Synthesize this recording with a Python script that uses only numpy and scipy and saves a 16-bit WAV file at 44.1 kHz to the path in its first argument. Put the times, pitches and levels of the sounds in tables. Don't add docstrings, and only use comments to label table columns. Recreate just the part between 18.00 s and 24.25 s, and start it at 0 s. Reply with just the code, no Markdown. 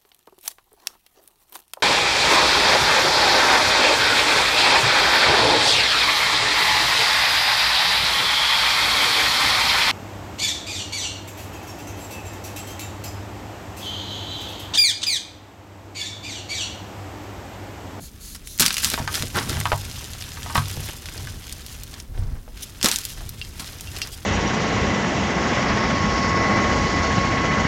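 import sys
import numpy as np
from scipy import signal
from scipy.fft import rfft, irfft
from scipy.io import wavfile

SR = 44100
rng = np.random.default_rng(int(sys.argv[2]) if len(sys.argv) > 2 else 0)


def persist_wave(psi):
    counts = np.round(np.clip(psi, -1, 1) * 32767).astype(np.int16)
    wavfile.write(sys.argv[1], SR, np.atleast_2d(counts).T)


N = 275623
TIME_S = np.arange(N) / SR
AGE_S = TIME_S[:SR // 2]


def undb(db):
    return 10 ** (np.asarray(db) / 20)


def unit(x):
    return x / np.sqrt(np.mean(x ** 2) + 1e-18)


def curve(points):
    return np.interp(TIME_S, *np.transpose(points))


def add(out, time_s, sound):
    i = max(int(time_s * SR), 0)
    out[i:i + len(sound)] += sound[:max(N - i, 0)]


def colour(x, points, size=8192):
    hz, db = np.transpose(points)
    octave = np.log2(np.maximum(np.fft.rfftfreq(size, 1 / SR), 1))
    outside_oct = np.abs(octave - np.clip(octave, np.log2(hz[0]), np.log2(hz[-1])))
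    gain = undb(np.interp(octave, np.log2(hz), db) - 20 * outside_oct)
    cepstrum = irfft(np.log(gain))[:size // 2]
    cepstrum[1:] *= 2
    response = irfft(np.exp(rfft(cepstrum, size)))
    return signal.fftconvolve(x, response / np.linalg.norm(response))[:len(x)]


def resonate(x, hz, q):
    hz = min(hz, .3 * SR)
    return signal.lfilter(*signal.iirpeak(hz, max(q, hz / (.4 * SR)), fs=SR), x)


def ring(modes, weights=1, pitch_ratio=1):
    hz, db, t60_s = np.transpose(modes)
    waves = np.sin(2 * np.pi * np.outer(hz * pitch_ratio, AGE_S))
    decay = np.exp(-np.log(1000) * AGE_S / t60_s[:, None])
    return (undb(db) * weights) @ (waves * decay)


def wander(rate_hz):
    knots_s = np.cumsum(rng.uniform(.4, 1.6, N // 100)) / rate_hz
    return 1.2 * np.interp(TIME_S, knots_s, rng.standard_normal(len(knots_s)))


def burst(hz, q, fade_s):
    fade = np.exp(-AGE_S[:SR // 12] / fade_s)
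    noise = rng.standard_normal(len(fade))
    shiver = resonate(resonate(noise, hz, q), hz, q) * fade
    return shiver * np.linalg.norm(fade) / np.linalg.norm(shiver)


def grains(per_s, spread_db, fade_s, low_hz=1200, high_hz=15000, bands=36, size=320):
    out = np.zeros(N)
    per_band = int(per_s * N / SR / bands)
    for hz in np.geomspace(low_hz, high_hz, bands):
        when, chance, side = rng.random((N // bands, 3))[:per_band].T
        strength = undb(-spread_db * np.log(chance + .008)) * np.sign(side - .5)
        clicks = np.bincount((when * N).astype(int), strength, N)
        grain = burst(hz, .9, fade_s)[:size] * np.sqrt(hz)
        out += signal.oaconvolve(clicks, grain)[:N]
    return unit(out)


# (time [s], level [dB], length [s], lowest resonance [Hz])
RUBS = [(0, -42.5, 0.088, 4400), (0.199, -41, 0.17, 4300), (0.448, -41, 0.13, 4030),
        (1.49, -35, 0.021, 3450), (2.7, -48, 0.049, 3700), (2.838, -40, 0.035, 3570),
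        (3.655, -46, 0.11, 4400), (4.178, -49, 0.027, 3500), (4.621, -30.5, 0.023, 3800),
        (6.115, -38, 0.04, 3270)]
# (frequency / lowest resonance [ratio], gain [dB])
BLOCK_MODES = [(1, 14.5), (1.48, 10), (2.45, -1.5)]


def rubs(slips_db=-3):
    out = np.zeros(N)
    for time_s, db, length_s, hz in RUBS:
        noise = rng.standard_normal(len(AGE_S))
        slips = colour(noise, [(1500, -3), (4000, -1), (11000, 8.5), (16000, 4.5)])
        block = sum(undb(mode_db) * resonate(slips, hz * ratio, q=7) for ratio, mode_db in BLOCK_MODES)
        rasp = unit(unit(block) + undb(slips_db) * unit(slips))
        stroke = np.sqrt(np.abs(np.sin(np.pi * np.minimum(AGE_S / length_s, 1))))
        add(out, time_s, undb(db) * rasp * stroke)
    return out


# (time [s], level [dB])
TRICKLE = [(0, -53.5), (0.55, -53.5), (1.0, -40.5), (1.7, -38), (2.15, -43), (2.75, -37.5), (3.02, -44.5),
           (4.0, -46.5), (4.06, -62), (4.5, -59.5), (4.6, -49), (5.5, -46), (5.95, -42), (6.25, -49.5)]
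# (time [s], length [s], grit level [dB], crumb level [dB])
SQUEEZES = [(0.601, 0.031, -26, -31), (0.7, 0.15, -34.5, -60), (0.79, 0.074, -29.5, -48),
            (0.896, 0.056, -33.5, -36.5), (0.978, 0.035, -55, -34.5), (1.097, 0.097, -33.5, -35.5),
            (1.337, 0.042, -38, -25.5), (1.479, 0.041, -32.5, -30.5), (1.83, 0.016, -44, -61),
            (1.917, 0.19, -46, -50), (2.843, 0.071, -38, -43), (3.04, 0.26, -45.5, -46.5),
            (3.911, 0.066, -51, -43), (4.127, 0.24, -63, -52), (4.552, 0.092, -46, -58),
            (4.822, 0.046, -23.5, -28.5), (4.922, 0.18, -39.5, -54), (5.155, 0.052, -43.5, -46),
            (5.634, 0.052, -40.5, -46), (5.919, 0.14, -48, -44.5)]
# (frequency [Hz], gain [dB])
GRIT_SPECTRUM = [(1100, 3), (1900, 2.5), (3000, 7.5), (4200, 6), (6300, 5.5), (8500, 1), (11000, 3),
                 (14000, 1.5), (16000, -5)]
CRUMB_SPECTRUM = [(120, -25), (260, 16), (500, 8), (900, 6), (1800, 7.5), (3000, -1), (6000, 4.5)]


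def kneading(coarse_db=-6, chips_db=10):
    flow = undb(curve(TRICKLE))
    grit_power, crumb_power = flow ** 2, (flow * undb(coarse_db)) ** 2
    for time_s, length_s, grit_db, crumb_db in SQUEEZES:
        force = grip(time_s, length_s)
        grit_power += (undb(grit_db) * force) ** 2
        crumb_power += (undb(crumb_db) * force) ** 2
    surge_db = 1.3 * wander(rate_hz=50)
    fine = grains(per_s=4200, spread_db=3.5, fade_s=.0012)
    grit = unit(colour(fine, GRIT_SPECTRUM)) + undb(chips_db) * chips()
    coarse = grains(per_s=1300, spread_db=3, fade_s=.0017, low_hz=224, high_hz=3370)
    crumbs = unit(colour(coarse, CRUMB_SPECTRUM))
    return (grit * np.sqrt(grit_power) + crumbs * np.sqrt(crumb_power)) * undb(surge_db)


def grip(time_s, length_s, rise_s=.021, relax_s=.039):
    age_s = TIME_S - time_s
    return np.clip(age_s / rise_s, 0, 1) * np.exp(-np.maximum(age_s - length_s, 0) / relax_s)


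def chips(per_s=26, spread_db=3, centre_hz=4500, range_oct=1.04):
    out = np.zeros(N)
    for when, chance, pitch in rng.random((int(per_s * N / SR), 3)):
        tick = burst(centre_hz * 2 ** (range_oct * (2 * pitch - 1)), q=.7, fade_s=.0009)
        add(out, when * N / SR, undb(-spread_db * np.log(chance + .1)) * tick)
    return out


# (time [s], length [s], rumble level [dB], air level [dB])
SWEEPS = [(-.06, 0.13, -35.5, -59), (1.298, 0.5, -30, -59), (3.12, 0.31, -35.5, -45),
          (4.058, 0.38, -32, -26), (4.415, .2, -60, -37.5), (5.094, 0.23, -39.5, -33)]
# (frequency [Hz], gain [dB])
RUMBLE_SPECTRUM = [(35, -30), (70, 4.5), (100, 3), (150, -5), (190, -12), (240, -15.5), (400, -22.5),
                   (800, -27.5)]


def handling(landing_db=3.5):
    load, draught = undb(curve(TRICKLE) + landing_db), np.zeros(N)
    for time_s, length_s, rumble_db, air_db in SWEEPS:
        speed = np.sin(np.pi * np.clip((TIME_S - time_s) / length_s, 0, 1))
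        load = np.hypot(load, undb(rumble_db) * speed)
        draught += undb(air_db) * speed
    rumble = colour(rng.standard_normal(N), RUMBLE_SPECTRUM)
    air = colour(rng.standard_normal(N), [(14, -21), (28, 3), (45, -9), (80, -18), (160, -41)])
    return rumble * load + air * draught


# (frequency [Hz], gain [dB])
HUM_SPECTRUM = [(20, -6), (35, 3.5), (65, 1), (110, -14), (220, -11), (330, -18), (700, -29), (1500, -31),
                (3000, -39), (16000, -37.5)]


def hum(level_db=-42.5):
    return undb(level_db) * colour(rng.standard_normal(N), HUM_SPECTRUM)


# (time [s], level [dB], fade [s], relative body level [dB])
COLLAPSES = [(0.348, -30, 0.011, -8), (0.596, -19, 0.07, -7.5), (0.652, -28, 0.012, -26),
             (0.83, -23.5, 0.062, -7), (1.14, -24.5, 0.038, -25), (1.36, -33.5, 0.14, 3),
             (2.547, -26, 0.042, -2.5), (4.843, -18.5, 0.021, -3), (4.92, -25, 0.04, -12.5),
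             (5.595, -30, 0.024, -1.5)]
# (frequency [Hz], gain [dB])
SPLINTER_SPECTRUM = [(400, -85), (1300, 10.5), (2600, 2), (4000, 9.5), (6500, 2.5), (11000, 3.5),
                     (16000, -3)]
PIECE_SPECTRUM = [(70, -27), (190, 13.5), (330, -2), (500, -27), (800, -5.5), (1500, -8), (3500, -15.5)]


def collapses(rise_s=.00062):
    crackle, body = np.zeros(N), np.zeros(N)
    for time_s, db, fade_s, body_db in COLLAPSES:
        rush = undb(db) * (1 - np.exp(-AGE_S / rise_s)) * np.exp(-AGE_S / fade_s)
        add(crackle, time_s, rush)
        add(body, time_s, rush * undb(body_db))
    fine = grains(per_s=3800, spread_db=3.3, fade_s=.0005)
    coarse = grains(per_s=4000, spread_db=4.5, fade_s=.00071, low_hz=185, high_hz=3680)
    return crackle * unit(colour(fine, SPLINTER_SPECTRUM)) + body * unit(colour(coarse, PIECE_SPECTRUM))


# (time [s], level [dB], fragment pitch [Hz])
SNAPS = [(0.473, -23.5, 5500), (0.5778, -23, 12000), (0.588, -19, 3800), (0.5971, -5.5, 5800),
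         (0.6016, -6.5, 7650), (0.6062, -2, 7040), (0.622, -5, 3900), (0.6278, -9, 4200),
         (0.6623, -4.5, 5500), (0.6631, -7.5, 4800), (0.6808, -10, 3750), (0.7061, -10, 1900),
         (0.728, -17, 7000), (0.7422, -12.5, 4770), (0.7683, -10.5, 3950), (0.7818, -10.5, 4200),
         (0.8458, -4, 5200), (0.9009, -13, 5770), (0.941, -11.5, 1980), (1.1418, -19, 3940),
         (1.154, -12, 4050), (1.2237, -13, 4200), (1.602, -16.5, 5760), (1.6122, -17.5, 1900),
         (1.8112, -29, 4800), (1.851, -24, 3930), (2.1342, -23.5, 4650), (2.2107, -24, 4100),
         (2.2233, -21, 3570), (2.431, -23, 3800), (3.0574, -23.5, 2750), (3.087, -25, 1740),
         (3.495, -27, 4200), (3.5253, -20, 5860), (3.664, -25, 5800), (3.8345, -23.5, 9500),
         (3.9411, -27, 3400), (4.001, -25, 4460), (4.8133, -20, 3000), (4.829, -7, 4800),
         (4.8452, -5, 3980), (4.8588, -3.5, 3730), (4.8865, -9.5, 4400), (4.9146, -6.5, 4040),
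         (4.9598, -9, 4850), (4.9864, -15.5, 7400), (5.052, -14, 7000), (5.2922, -20, 11000),
         (5.595, -31, 2400), (5.809, -22, 7100), (5.965, -22, 3000), (6.0177, -15.5, 3200),
         (6.073, -25, 4780)]


def snaps(dust_db=-11, dust_db_per_db=.89):
    out = np.zeros(N)
    for time_s, db, hz in SNAPS:
        crack = burst(hz, q=.62, fade_s=.0007)
        dust = burst(hz, q=.48, fade_s=.0038)
        add(out, time_s, undb(db) * crack + undb(dust_db + dust_db_per_db * db) * dust)
    return out


# (time [s], level [dB], favoured pitch [Hz])
KNOCKS = [(0.606, -18.5, 190), (0.6275, -18, 1390), (0.939, -21, 270), (0.977, -17, 850),
          (1.0765, -12.5, 1600), (1.234, -22.5, 290), (1.371, -16.5, 1100), (1.569, -24, 750),
          (1.6554, -9, 1250), (1.7185, -7.5, 800), (1.73, -14, 825), (2.372, -29, 1510), (2.462, -27, 980),
          (2.498, -23, 1280), (2.555, -10, 1220), (2.5775, -9.5, 1270), (2.772, -26.5, 306),
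          (3.272, -27, 1920), (4.177, -31, 350), (4.479, -35, 477), (4.845, -15, 286), (4.8595, -14, 1200),
          (5.207, -33.5, 475)]
# (frequency [Hz], level [dB], t60 [s])
WALL_MODES = [(243, -4, .08), (360, -7, .08), (506, -4, .1), (641, -5, .13), (712, -1, .14), (853, 0, .14),
              (941, -3, .14), (1017, -3, .12), (1130, -3, .11), (1245, -2, .13), (1567, -5, .1),
              (1760, -7, .08), (2530, -8, .07)]


def knocks(reach_oct=.53, rattle_db=2.5, scatter_db=-7, contact_db=-1.5, crunch_db=-17):
    out = np.zeros(N)
    mode_hz = np.transpose(WALL_MODES)[0]
    for time_s, db, hz in KNOCKS:
        spot_mix = rng.choice([-1, 1], len(mode_hz)) * rng.uniform(.47, 1.4, len(mode_hz))
        excitation = np.exp(-.5 * (np.log2(mode_hz / hz) / reach_oct) ** 2)
        wall = ring(WALL_MODES, spot_mix * excitation, pitch_ratio=1 + .018 * rng.standard_normal())
        blow = wall / np.std(wall[:SR // 100])
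        add(blow, 0, undb(rattle_db) * burst(hz, q=.7, fade_s=.005))
        add(blow, 0, undb(scatter_db) * burst(hz, q=1.3, fade_s=.022))
        add(out, time_s, undb(db) * blow / np.abs(blow).max())
        add(out, time_s, undb(db + contact_db) * burst(hz + 210, q=.62, fade_s=.0007))
        add(out, time_s, undb(db + crunch_db) * burst(hz=1940, q=.77, fade_s=.0083))
    return out


# (time [s], level [dB], push length [s])
THUMPS = [(0.607, -34, 0.0015), (1.001, -23, 0.0018), (1.204, -23, 0.004), (1.364, -24.5, 0.0047),
          (1.512, -27, 0.0028), (1.577, -23.5, 0.0021), (1.729, -13, 0.0078), (2.579, -14.5, 0.0036),
          (2.776, -25, 0.0032), (4.188, -10, 0.011), (4.221, -13, 0.011), (5.236, -30, 0.0044)]
# (frequency [Hz], level [dB], t60 [s])
BOTTOM_MODES = [(79.4, -61, 0.15), (99.4, -2.5, 0.43), (141.2, -0.5, 0.23), (219, -1.5, 0.096),
                (284, -28, 0.11)]


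def thumps():
    out = np.zeros(N)
    for time_s, db, push_s in THUMPS:
        push = np.sin(np.pi * np.minimum(AGE_S / push_s, 1))
        boom = ring(BOTTOM_MODES, pitch_ratio=1 + .0081 * rng.standard_normal())
        add(out, time_s, undb(db) * signal.fftconvolve(boom, push / push.sum())[:len(AGE_S)])
    return out


# (time [s], level [dB], tilt [dB/octave])
CLINKS = [(5.4149, -33, -9), (5.873, -38.5, -20), (6.017, -29.5, 4.5)]
# (frequency [Hz], level [dB], t60 [s])
CHARCOAL_MODES = [(2760, 5, 0.074), (3170, -9, 0.14), (4400, -11, 0.064), (4560, -8, 0.088),
                  (4800, -16, 0.13)]


def clinks(tick_db=12, clatter_db=-1, chatter_depth=.67):
    out = np.zeros(N)
    mode_hz = np.transpose(CHARCOAL_MODES)[0]
    for time_s, db, tilt_db_per_oct in CLINKS:
        weights = undb(tilt_db_per_oct * np.log2(mode_hz / mode_hz[0]))
        chatter = 1 + chatter_depth * wander(rate_hz=290)[:len(AGE_S)]
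        add(out, time_s, undb(db + tick_db) * burst(mode_hz[1], q=1.1, fade_s=.001))
        add(out, time_s, undb(db) * ring(CHARCOAL_MODES, weights) * chatter)
        add(out, time_s, undb(db + clatter_db) * weights[-1] * burst(mode_hz[-1], q=3, fade_s=.016))
    return out


def room(x, wet_db=-13, t60_s=.033, delay_s=.004):
    decay = np.exp(-np.log(1000) * AGE_S / t60_s) * (AGE_S > delay_s)
    tail = rng.standard_normal(len(AGE_S)) * decay
    tail = colour(tail, [(150, -25), (700, -3.5), (5000, 3), (16000, -6)])
    return x + undb(wet_db) * signal.fftconvolve(x, tail / np.linalg.norm(tail))[:N]


def scene():
    contents = snaps() + collapses() + kneading() + rubs() + clinks()
    bowl = knocks() + thumps() + handling()
    background = hum()
    return (room(contents + bowl) + background)[None]


def record(dry):
    lowpass = signal.ellip(10, .2, 70, 16100, fs=SR, output="sos")
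    return signal.sosfilt(lowpass, np.clip(dry, -1, 1))


dry = scene()
out = record(dry)
persist_wave(out)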